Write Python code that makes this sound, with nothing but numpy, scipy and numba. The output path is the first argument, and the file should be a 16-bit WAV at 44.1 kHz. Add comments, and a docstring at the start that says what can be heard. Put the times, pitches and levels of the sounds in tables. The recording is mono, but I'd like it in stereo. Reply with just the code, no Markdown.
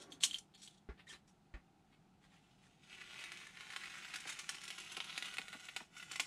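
"""Craft knife cutting foam sheet.

A craft knife slides and clicks as it is readied; hands bump the board and foam squeaks under a steel ruler.
The blade grazes the sheet and is drawn slowly through: cells crackle, foam spots snap, the sheet flexes.
Filtered breaks excite sheet, knife and board; the board rings most as the blade runs out and ticks on it.
Close surfaces return the treble a few milliseconds later; scattered reflections and soft noise make a small room."""
import sys
import numpy as np
from scipy import signal
from scipy.fft import rfft, irfft, next_fast_len
from scipy.io import wavfile
from scipy.ndimage import uniform_filter1d
from numba import njit

SR = 44100
rng = np.random.default_rng(int(sys.argv[2]) if len(sys.argv) > 2 else 0)


def master(y):
    """Save y as 16-bit WAV."""
    cut = np.clip(np.atleast_2d(y).T, -1, 1)
    pcm = np.round(cut * 32767)  # scale
    wavfile.write(sys.argv[1], SR, pcm.astype(np.int16))


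N = 276066
TIME = np.arange(N) / SR


def undb(db):
    """Decibels to gain."""
    return 10 ** (np.asarray(db) / 20)


def unit(x):
    """Scale to rms 1."""
    return x / np.sqrt(np.mean(x ** 2))


def at(table, s):
    """Columns of a curve table, interpolated at time s."""
    times, *columns = np.transpose(table)
    return [np.interp(s, times, c) for c in columns]


def curves(table):
    """Columns of a curve table, sample by sample."""
    return at(table, TIME)


def add(out, s, x):
    """Mix x in at time s."""
    i = int(s * SR)
    out[i:i + len(x)] += x[:N - i]


def colour(x, points, size=1024):
    """Causal minimum-phase filter of unit energy through (Hz, dB) points."""
    hz, db = np.transpose(points)
    f = np.maximum(np.fft.rfftfreq(size, 1 / SR), 1)
    cepstrum = irfft(np.log(undb(np.interp(np.log(f), np.log(hz), db))))
    # folding the cepstrum makes the response causal
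    cepstrum[1:size // 2] *= 2
    cepstrum[size // 2 + 1:] = 0
    response = irfft(np.exp(rfft(cepstrum)))
    return signal.fftconvolve(x, response / np.linalg.norm(response))[:len(x)]


@njit
def svf(x, hz, width):
    """State-variable band-pass with a moving centre, gain 1 there."""
    y, band, low = np.empty(len(x)), 0., 0.
    for i in range(len(x)):
        g, k = np.tan(np.pi * hz[i] / SR), width / hz[i]
        v = (band + g * (x[i] + 1e-18 - low)) / (1 + g * (g + k))
        band, low, y[i] = 2 * v - band, low + 2 * g * v, k * v
    return y


def resonate(x, hz, width):
    """One resonance that keeps the power of a white input."""
    return svf(x, hz + np.zeros(len(x)), float(width)) * np.sqrt(SR / (np.pi * width))


def ring(x, modes):
    """A body's modes in parallel, keeping the power of a white input."""
    power = sum(w * undb(db) ** 2 for _, w, db in modes)
    return sum(resonate(x, hz, w) * undb(db) * np.sqrt(w / power) for hz, w, db in modes)


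def walk(rate):
    """Slow random curve with a spread near 1."""
    k = int(SR / rate)
    held = np.repeat(rng.standard_normal(N // k + 1), k)
    return np.sqrt(2) * uniform_filter1d(uniform_filter1d(held, k), k)[:N]


def crackle(rate, spread_db):
    """Random tiny breaks at rate per second, most of them weak and a few strong; rms 1."""
    happens = rng.random(N) < rate / SR
    size = undb(spread_db * np.minimum(rng.exponential(size=N), 4))
    return unit(happens * size * rng.choice([-1, 1], N))


def burst(length, after, size=4096):
    """A sharp break and a dying shower of smaller ones; one millisecond's worth of unit power."""
    t = np.arange(size) / SR / max(length, 1 / SR)
    grains = rng.standard_normal(size) * rng.random(size) ** 4
    shower = grains * np.sqrt(t) * np.exp(-t)
    x = after * shower / np.linalg.norm(shower)
    x[0] += 1
    return x / np.linalg.norm(x) * np.sqrt(SR / 10 ** 3)


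def strokes(table, swell, release_s):
    """Pressure of rubbing strokes (growing as time to the power swell), and its treble-exciting part."""
    body, treble = np.zeros(N), np.zeros(N)
    for s, length, db, edge_db in table:
        t = TIME - s
        rise = np.clip(t / length, 0, 1) ** swell
        stroke = undb(db) * rise * np.exp(-np.maximum(t - length, 0) / release_s)
        body, treble = body + stroke, treble + stroke * undb(edge_db)
    return body, treble


def spread(mid, side):
    """Mid and side to left and right."""
    return np.array([mid + side, mid - side])


# Room noise spectrum. Each row: frequency in Hz, density in dB per Hz.
AIR_SPECTRUM = [(15, -47.5), (25, -3), (75, -5.5), (188, -3.5), (227, -11), (369, -6), (538, -22),
                (785, -3), (1060, -22.5), (1340, -15), (1670, -23.5), (4170, -26), (5600, -30.5),
                (8390, -31.5), (15600, -48.5)]
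# Room drone. Each row: frequency in Hz, width in Hz, level in dB.
DRONE_MODES = [(161, 28, 5.5), (189, 23, 4.5), (263, 21, -11), (730, 160, -21)]


def air():
    """Quiet room: filtered noise plus noise-driven low resonances as a drone."""
    mid, side, drone_mid, drone_side = rng.standard_normal((4, N))
    side = signal.sosfilt(signal.butter(1, 180, "high", fs=SR, output="sos"), side)
    hiss = spread(colour(mid, AIR_SPECTRUM, size=8192), 1.6 * colour(side, AIR_SPECTRUM, size=8192))
    drone = spread(ring(drone_mid, DRONE_MODES), .6 * ring(drone_side, DRONE_MODES))
    return undb(-74) * hiss + undb(-73) * drone


# Palm rub spectrum. Each row: frequency in Hz, density in dB per Hz.
PALM_SPECTRUM = [(100, -24.5), (240, -7.5), (500, -16), (1500, -19), (12000, -46.5)]
# Hollow under the palm. Each row: frequency in Hz, width in Hz, level in dB.
HOLLOW_MODES = [(304.7, 40, 4), (660, 63, -8.5)]
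SETTLE_DB, SETTLE_FALL_DB_PER_S = -63.5, 50.5


def settling():
    """Hand and arm come to rest: a fading dull rub with two hollow resonances that swell and wander."""
    rub = colour(rng.standard_normal(N), PALM_SPECTRUM)
    for hz, width, db in HOLLOW_MODES:
        swell = undb(db + 3 * walk(25))
        rub = rub + swell * resonate(rng.standard_normal(N), hz * (1 + .08 * walk(20)), width)
    return rub * undb(SETTLE_DB - SETTLE_FALL_DB_PER_S * TIME)


# Blade strokes. Each row: start in seconds, length in seconds, level in dB, relative treble in dB,
# blade pitch in Hz.
BLADE_SLIDES = [(0, 0.026, -57, 0.5, 5770), (0.101, 0.038, -66, 1, 6300), (0.204, 0.026, -50, -2.5, 7650),
                (.229, 0.013, -38, 6, 7740), (0.28, 0.039, -57, -15, 7400), (0.329, 0.026, -50, -1, 4440),
                (.538, 0.0088, -59, -11, 4300), (0.573, 0.042, -68, 0, 5650),
                (0.616, 0.034, -59, 3.5, 7800), (.67, 0.11, -75.5, 2, 3360)]
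# Knife body. Each row: frequency in Hz, width in Hz, level in dB.
KNIFE_MODES = [(3360, 330, 7.5), (3680, 73, 0), (4204, 70, 10), (5080, 46, -4), (6770, 140, -1),
               (8400, 90, -4), (10100, 110, -4), (11100, 160, -7)]
# Steel contact, then its bright treble. Each row: frequency in Hz, density in dB per Hz.
STEEL_SPECTRUM = [(300, -31.5), (1800, -8.5), (3000, -1.5), (4200, 5.5), (5500, -17), (9000, -32.5)]
GLINT_SPECTRUM = [(2500, -34.5), (5200, 8), (6600, 9.5), (8000, 6.5), (10400, 1.5), (12000, -12.5),
                  (15000, -31.5)]
BLADE_DB, BLADE_WIDTH_HZ = -7.5, 200
SLIDE_SWELL, SLIDE_RELEASE_S = 0.23, 0.015


def sliding():
    """Steel scrapes on steel in fine grains; each stroke makes the blade sing at its own pitch."""
    grains = crackle(rate=2200, spread_db=3) * undb(2.2 * walk(160))
    out = np.zeros(N)
    for *stroke, blade_hz in BLADE_SLIDES:
        body, _ = strokes([stroke], SLIDE_SWELL, SLIDE_RELEASE_S)
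        out += undb(BLADE_DB) * resonate(grains * body, blade_hz, BLADE_WIDTH_HZ)
    body, treble = strokes([row[:-1] for row in BLADE_SLIDES], SLIDE_SWELL, SLIDE_RELEASE_S)
    out += undb(-5) * colour(grains * body, STEEL_SPECTRUM)
    out += undb(-9.5) * ring(grains * body, KNIFE_MODES)
    return out + undb(-3) * colour(grains * treble, GLINT_SPECTRUM)


# Slider and blade clicks. Each row: start in seconds, level in dB, relative treble in dB,
# relative handle ring in dB, handle pitch in Hz, rattle decay in seconds, blade pitch in Hz.
KNIFE_CLICKS = [(0.121, -44, -10, -8, 3370, 0.0061, 7600), (.208, -46.5, -16, 0, 3500, 0.0016, 7700),
                (0.236, -23.5, 1, 3.5, 3030, 0.0023, 7740), (0.247, -33, 1, -15, 3000, 0.0052, 7850),
                (.289, -50, -13, -5, 3200, 0.0022, 4500), (0.311, -46.5, -3, 13, 3140, 0.0017, 8300),
                (0.3437, -42.5, -8, 14, 3180, 0.002, 9200), (.358, -54, -16, 12, 3060, 0.0039, 4130),
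                (.385, -47.5, 6.5, -7, 3150, 0.0022, 7200), (.548, -57.5, -8, -7, 3300, .002, 7500),
                (0.676, -50, -4, 2.5, 3160, 0.0031, 3750)]


def knife():
    """The slider drops into its notches and pings the handle; the blade rattles, ringing anew each time."""
    out = np.zeros(N)
    for s, db, edge_db, handle_db, hz, length, blade_hz in KNIFE_CLICKS:
        rattle = burst(length, after=1.3) * undb(db)
        tap = burst(length, after=0) * undb(db + handle_db - 12.5)
        click = resonate(resonate(tap, hz, 360), hz, 600)
        click += undb(BLADE_DB) * resonate(rattle, blade_hz, BLADE_WIDTH_HZ)
        click += ring(rattle, KNIFE_MODES)
        click += undb(-7) * colour(rattle, STEEL_SPECTRUM)
        click += undb(edge_db + 1.5) * colour(rattle, GLINT_SPECTRUM)
        add(out, s, click)
    return out


# Hand presses on the board. Each row: start in seconds, thud level in dB, thud pitch in Hz,
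# knock level in dB, hollow body level in dB.
HAND_BUMPS = [(0.889, -31, 57.4, -54.5, -41.5), (1.539, -32, 48.6, -53.5, -78)]
# Board scuff spectrum. Each row: frequency in Hz, density in dB per Hz.
KNOCK_SPECTRUM = [(80, -7.5), (200, -1.5), (350, -6.5), (550, -9.5), (1300, -11.5), (2000, -7),
                  (3000, -17.5), (7000, -34.5), (14000, -54.5)]


def bumps(size=8192):
    """The board sinks against the table: a soft sine thud, a two-tone hollow knock and a noise scuff."""
    thuds, knocks, t = np.zeros(N), np.zeros(N), np.arange(size) / SR
    hollow = np.exp(-t / 0.0065) * (np.sin(2 * np.pi * 290 * t) + np.sin(2 * np.pi * 370 * t)) / 2
    for s, thud_db, hz, knock_db, body_db in HAND_BUMPS:
        swell = t / 0.013 * np.exp(1 - t / 0.01)
        add(thuds, s, undb(thud_db - 9.5) * swell * np.sin(2 * np.pi * hz * t))
        scuff = undb(knock_db) * rng.standard_normal(size) * np.exp(-t / 0.022)
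        add(knocks, s, colour(scuff, KNOCK_SPECTRUM))
        add(knocks, s, undb(body_db) * hollow)
    return thuds, knocks


# Scuffs on foam: ruler and fingers, then the blade's first light grazes.
# Each row: start in seconds, length in seconds, level in dB, relative treble in dB.
FOAM_SCUFFS = [(.975, 0.034, -58.5, -28), (1.062, 0.024, -59, -5.5), (1.084, 0.015, -52.5, 1),
               (1.122, 0.028, -51.5, -16.5), (1.272, 0.0089, -66, 0.5), (1.89, 0.056, -69.5, -19),
               (2.21, 0.033, -65.5, -10), (2.3, 0.07, -64, -11), (2.61, 0.057, -65.5, -8)]
# Foam rub, then edge hiss. Each row: frequency in Hz, density in dB per Hz.
RUB_SPECTRUM = [(300, 1.5), (600, -4), (1100, 1.5), (1850, 0.5), (2500, 2), (3400, 1), (4600, -5),
                (8000, -27)]
EDGE_SPECTRUM = [(2500, -34), (5200, 9.5), (6600, 10), (8000, 7.5), (10200, 3), (12000, -9.5),
                 (14000, -13.5), (15500, -33.5)]
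SCUFF_SWELL, SCUFF_RELEASE_S = 0.38, 0.019


def scuffing():
    """Ruler, fingers and grazing blade rub over the foam: fine grains with a rasp whose pitch wanders."""
    body, treble = strokes(FOAM_SCUFFS, SCUFF_SWELL, SCUFF_RELEASE_S)
    grains = crackle(rate=1800, spread_db=2.4) * undb(2 * walk(90))
    rasp = resonate(grains * body, 1850 * (1 + .1 * walk(30)), 300)
    rub = undb(-9) * colour(grains * body, RUB_SPECTRUM)
    return rub + undb(-16.5) * rasp + undb(-3) * colour(grains * treble, EDGE_SPECTRUM)


# Foam stick-slip. Each row: start in seconds, length in seconds, mean pitch in Hz, level in dB.
FOAM_SQUEAKS = [(1.067, 0.018, 1970, -60), (1.078, 0.0093, 3670, -59), (1.094, 0.02, 3225, -54),
                (1.096, 0.032, 1787, -61), (1.13, 0.021, 3890, -62)]
SQUEAK_WAVER = .045  # share of pitch


def squeaking():
    """Foam sticks and slips under the ruler: brief wavering sines."""
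    out, waver = np.zeros(N), 1 + SQUEAK_WAVER * walk(900)
    for s, length, hz, db in FOAM_SQUEAKS:
        pitch = hz * waver[(TIME >= s) & (TIME < s + length)]
        tone = np.sin(2 * np.pi * np.cumsum(pitch) / SR)
        add(out, s, undb(db) * np.sqrt(2) * signal.windows.tukey(len(pitch), .5) * tone)
    return out


# Blade contact curve. Each row: time in seconds, sheet resonance in Hz, bearing on board in dB,
# relative edge hiss in dB.
BLADE_CONTACT = [(2.7, 2510, -12, -5), (3.1, 2450, -14, -11.5), (3.8, 2100, -10, -6),
                 (4.15, 2050, -9, -7.5), (4.55, 2530, -10, -5), (5.1, 2850, -6, -9), (5.55, 2600, 7, -6.5),
                 (6.2, 2600, 0, -2.5)]


def on_board():
    """Power-preserving split of the blade's force between sheet and board."""
    bearing = undb(curves(BLADE_CONTACT)[1])
    sheet = 1 / np.hypot(1, bearing)
    return sheet, bearing * sheet


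# Drag curve before stalls: graze, bite, draw, run-out, board scrape. Each row: time in seconds, level in dB.
BLADE_DRAG = [(2.19, -89), (2.28, -81), (2.5, -76.5), (2.805, -78), (2.84, -66), (2.888, -67.5), (2.9, -59),
              (3.07, -56), (3.21, -50), (3.29, -56), (3.41, -53.5), (3.52, -60.5), (3.72, -54), (4.88, -55),
              (5.33, -50.5), (5.48, -58), (5.81, -57), (5.885, -78), (5.98, -56), (6.08, -63.5),
              (6.125, -49.5), (6.26, -56.5)]
# Typed snaps: foam giving way, then ticks of the blade scraping the board.
# Each row: start in seconds, level in dB, relative treble in dB, shower to break ratio.
TYPED_SNAPS = [(3.1912, -40, -2, 1.4), (3.209, -49, 8, .3), (3.2398, -38, 2.5, 0.45),
               (3.3196, -37, -0.5, 0.29), (3.373, -46, 3.5, .2), (3.47, -44.5, 0, 0.23),
               (3.573, -45, -8, 0.38), (3.6084, -40.5, -2.5, 0.3), (3.703, -40.5, -1, 1.1),
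               (3.735, -39.5, -8, 1.3), (3.763, -31.5, -1, 0.39), (3.8365, -37.5, -3, 1.8),
               (4.0477, -39, -4, 1.6), (4.1381, -32, -1, 3.4), (4.1586, -34, 5, 0.96),
               (4.2036, -44, 8, 0.77), (4.2695, -34.5, 4, 6.7), (4.2918, -32, 4, 4), (4.322, -38.5, 3, 3.5),
               (4.3899, -36.5, 8.5, 2.5), (4.4921, -29, 6.5, 0.99), (4.545, -39, 1, 1.7),
               (4.6361, -39, 5.5, 1.9), (4.679, -38.5, 4.5, 1.7), (4.7042, -35, 1, 0.59),
               (4.7817, -38.5, 0.5, 1.6), (4.801, -44, 8, 1), (4.919, -42.5, 6.5, 2),
               (4.9683, -30.5, -2.5, 1), (5.0034, -29, -28, 0.42), (5.094, -36.5, -18, 3),
               (5.128, -42, -7, 0.53), (5.1781, -28, -1.5, 0.49), (5.2248, -30.5, -5, 0.38),
               (5.257, -37.5, 0.5, 0.57), (5.285, -39, -17, .3), (5.37, -36, -4, 0.36),
               (5.3839, -26.5, -10.5, 1), (5.417, -37.5, -13, 0.32), (5.4825, -36, -23, 0.96),
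               (5.529, -33.5, -7, 2.8), (5.6866, -34, -22, 2.1), (5.7638, -26, -5, 1.4),
               (5.9655, -42, 2, 1.8), (5.979, -46, 7, 0.71), (5.9983, -39, -10, 1.5),
               (6.0265, -39.5, -1, 0.94), (6.1142, -32.5, 3.5, 1), (6.134, -38, -3, 1.3),
               (6.158, -31, 1, 0.92), (6.197, -21, 2.5, 1.6)]
STALL_ABOVE_DB, STALL_SHARE, STALL_LEAD_S, STALL_WIDTH_S = 24, 0.81, 0.018, 0.045


def stalls():
    """Drag dip in dB, a share of the excess, as the blade is caught before snaps far above the drag."""
    dip = np.zeros(N)
    for s, db, _, _ in TYPED_SNAPS:
        excess = max(db - at(BLADE_DRAG, s)[0] - STALL_ABOVE_DB, 0)
        shape = np.exp(-((TIME - s + STALL_LEAD_S) / STALL_WIDTH_S) ** 2)
        dip += STALL_SHARE * excess * shape * (TIME < s)
    return dip


# Tearing foam spectrum. Each row: frequency in Hz, density in dB per Hz.
TEAR_SPECTRUM = [(150, -27.5), (350, -2), (550, -16), (800, -7.5), (1300, -1.5), (2500, -1.5), (3800, 0),
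                 (5200, -9), (8000, -26.5), (15000, -41.5)]


def cutting():
    """Cells burst under the blade and shake the sheet, whose resonance moves along the cut; the edge hisses."""
    drag = undb(curves(BLADE_DRAG)[0] - stalls() + .7 * walk(90))
    sheet_hz, _, edge_db = curves(BLADE_CONTACT)
    cells = crackle(rate=2200, spread_db=4) * drag
    # thicker cell walls break one by one, each a short pop at its own pitch
    ticks = crackle(rate=150, spread_db=1.6) * drag
    pop_hz = sheet_hz * (1.05 + .1 * walk(120))
    pops = undb(-12) * resonate(resonate(ticks, pop_hz, 900), pop_hz, 1800)
    sheet = undb(-12) * resonate(cells, sheet_hz, 800) + undb(-7.5) * colour(cells, TEAR_SPECTRUM)
    grit = crackle(rate=2800, spread_db=2.5) * drag
    edge = colour(grit + 0.5 * ticks, EDGE_SPECTRUM) * undb(edge_db - 3)
    return (sheet + pops) * on_board()[0] + edge, cells + ticks


BITE_S, EXIT_S, WEAK_SNAPS_PER_S = 3.0, 5.7, 13
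WEAK_ABOVE_DB, WEAK_GROWTH_DB_PER_S, WEAK_SCATTER_DB = 2.5, 3, 3.5
WEAK_TREBLE_DB, WEAK_TEAR_RATIO = 9.5, 0.33


def weak_snaps(count=50):
    """Random small tough spots, following the drag and growing towards the free edge; rows as TYPED_SNAPS."""
    gap, strength, tear = rng.random((count, 3)).T
    s = BITE_S + np.cumsum(2 * gap) / WEAK_SNAPS_PER_S
    db = at(BLADE_DRAG, s)[0] + WEAK_ABOVE_DB + WEAK_GROWTH_DB_PER_S * (s - BITE_S)
    db = db + WEAK_SCATTER_DB * (2 * strength - 1)
    rows = zip(s, db, at(BLADE_CONTACT, s)[2] + WEAK_TREBLE_DB, 2 * tear * WEAK_TEAR_RATIO)
    return [row for row in rows if row[0] < EXIT_S]


BEND_SLOWNESS = .36  # seconds times root hertz


def bend(x):
    """Bending waves cross the sheet, the high ones faster."""
    size = next_fast_len(len(x))
    f = np.fft.rfftfreq(size, 1 / SR)
    return irfft(rfft(x, size) * np.exp(-2j * np.pi * BEND_SLOWNESS * np.sqrt(f)), size)[:len(x)]


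SNAP_PITCH_RATIO = 0.93  # to sheet resonance
BREAK_S, TEAR_S = 0.0009, 0.0015  # shower decay: base, and added per unit of shower ratio
BEND_HZ, BEND_WIDTH_HZ, BEND_DB = 1930, 15000, -14


def snapping():
    """Foam spots give way, and the blade ticks on the board: bursts with bending-wave falling chirps."""
    body, treble, push = np.zeros((3, N))
    for s, db, edge_db, tear in TYPED_SNAPS + weak_snaps():
        hz = SNAP_PITCH_RATIO * at(BLADE_CONTACT, s)[0]
        x = burst(BREAK_S + TEAR_S * tear, after=tear) * undb(db)
        pop = undb(-11.5) * resonate(resonate(x, hz, 1900), hz, 1870)
        add(body, s, pop + undb(-9.5) * colour(x, TEAR_SPECTRUM))
        add(treble, s, undb(edge_db - 8) * colour(x, EDGE_SPECTRUM))
        add(push, s, x)
    chirps = undb(BEND_DB) * colour(resonate(bend(push), BEND_HZ, BEND_WIDTH_HZ), TEAR_SPECTRUM)
    return (body + chirps) * on_board()[0] + treble, push


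# Sheet releases. Each row: time in seconds, relative level in dB.
SHEET_FLEXES = [(4.253, -50.5), (4.972, -48.5), (5.203, -64), (5.243, -62), (5.386, -50.5), (5.544, -52.5),
                (5.805, -50), (6.2, -49.5)]


def flexing():
    """The whole sheet springs back as the blade lets go: a short, light, falling 'tup' of bending waves."""
    out = np.zeros(N)
    for s, db in SHEET_FLEXES:
        release = burst(.0035, after=1.)
        # early start offsets the bending delay
        add(out, s - .004, bend(release) * undb(db + 8))
    return colour(out, [(60, -28), (150, 3.5), (380, 4), (550, -1.5), (800, 5.5),
                        (1300, -2), (2500, 0.5), (6000, -59)])


# Reflection width curve. Each row: frequency in Hz, side relative to mid in dB.
REFLECTION_WIDTH = [(150, -2), (650, 6), (1400, 2.5), (3000, -6.5), (5200, -2), (9000, -11.5)]


def diffuse(near_db, tail_db, side_db, near_s, t60, size=16384):
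    """One stereo pattern of scattered reflections: a close cluster, then the room's tail."""
    t = np.arange(size) / SR
    mid, side = rng.standard_normal((2, size))
    side = irfft(rfft(side) * undb(side_db + at(REFLECTION_WIDTH, np.fft.rfftfreq(size, 1 / SR))[0]))
    near = (t > .003) * np.exp(-t / near_s)
    tail = (t > .007) * undb(-60 * t / t60)
    near = undb(near_db) * near / np.linalg.norm(near)
    tail = undb(tail_db) * tail / np.linalg.norm(tail)
    return (near + tail) * spread(mid, side)


# Board and ruler. Each row: frequency in Hz, width in Hz, level in dB.
BOARD_MODES = [(785, 70, -2), (1440, 80, 9.5), (2005, 60, 10), (2220, 50, 4), (2500, 70, 4), (2850, 110, 2),
               (3390, 100, 1), (3890, 55, -1)]


def board_ringing(cells, push):
    """Breaks drive board and ruler modes through the blade's bearing; mostly direct, some scatter."""
    board = ring((undb(-6) * cells + undb(-4.5) * push) * on_board()[1], BOARD_MODES)
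    scatter = diffuse(-18, -13, 3, near_s=0.0016, t60=0.16)
    return board + signal.oaconvolve(board[None], scatter, axes=1)[:, :N]


# Table and near surfaces. Each row: delay in ms, level in dB, right lag behind left in ms.
NEAR_ECHOES = [(2.751, -7, -0.13), (5.1, -9, 0.037)]
HIDDEN_S, SHADE_HZ = 5.9, 5200


def room(x, near_db, tail_db, side_db, count, size=1024):
    """The hand shades the direct treble; near surfaces return it; the scatter changes as the hands move."""
    f = np.fft.rfftfreq(size, 1 / SR)
    # past the sheet's edge the hand hides the blade, and only the echoes stay bright
    hidden = x * (TIME > HIDDEN_S)
    direct = x - hidden + signal.sosfilt(signal.butter(2, SHADE_HZ, fs=SR, output="sos"), hidden)
    out = signal.oaconvolve(direct, irfft(1 / (1 + 1j * f / SHADE_HZ)))[:N]
    for ms, db, lag_ms in NEAR_ECHOES:
        delay = (ms + np.array([[-lag_ms], [lag_ms]]) / 2) / 10 ** 3
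        # small surfaces reflect short waves best
        path = undb(db) * np.exp(-2j * np.pi * f * delay) * f / (f + 3000)
        out = out + signal.oaconvolve(x[None], irfft(path), axes=1)[:, :N]
    # crossfade through count + 1 scatter patterns
    for k in range(count + 1):
        share = np.sqrt(np.maximum(1 - abs(TIME / TIME[-1] * count - k), 0))
        now = np.flatnonzero(share)
        pattern = diffuse(near_db, tail_db, side_db, near_s=0.0016, t60=0.15)
        for channel, response in zip(out, pattern):
            add(channel, TIME[now[0]], signal.fftconvolve(x[now] * share[now], response))
    return out


def scene():
    """Sum of cut, board, handling and air; thuds reach the microphone through its stand, without the room."""
    tear, cells = cutting()
    snaps, push = snapping()
    thuds, knocks = bumps()
    board = board_ringing(cells, push)
    cut = room(tear + snaps + flexing() + knocks, near_db=-4, tail_db=-8, side_db=-0.5, count=28)
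    hands = knife() + sliding() + scuffing() + settling() + squeaking()
    handling = room(hands, near_db=-8, tail_db=-11.5, side_db=1.5, count=11)
    return cut + board + handling + thuds + air()


TOP_HZ = 15200


def record(dry):
    """The right port is a little more sensitive; a steep low-pass cuts the top."""
    ports = undb(np.array([[-1], [1]]) * 0.32)
    return signal.sosfilt(signal.ellip(8, .2, 70, TOP_HZ, fs=SR, output="sos"), dry * ports)


dry = scene()
out = record(dry)
master(out)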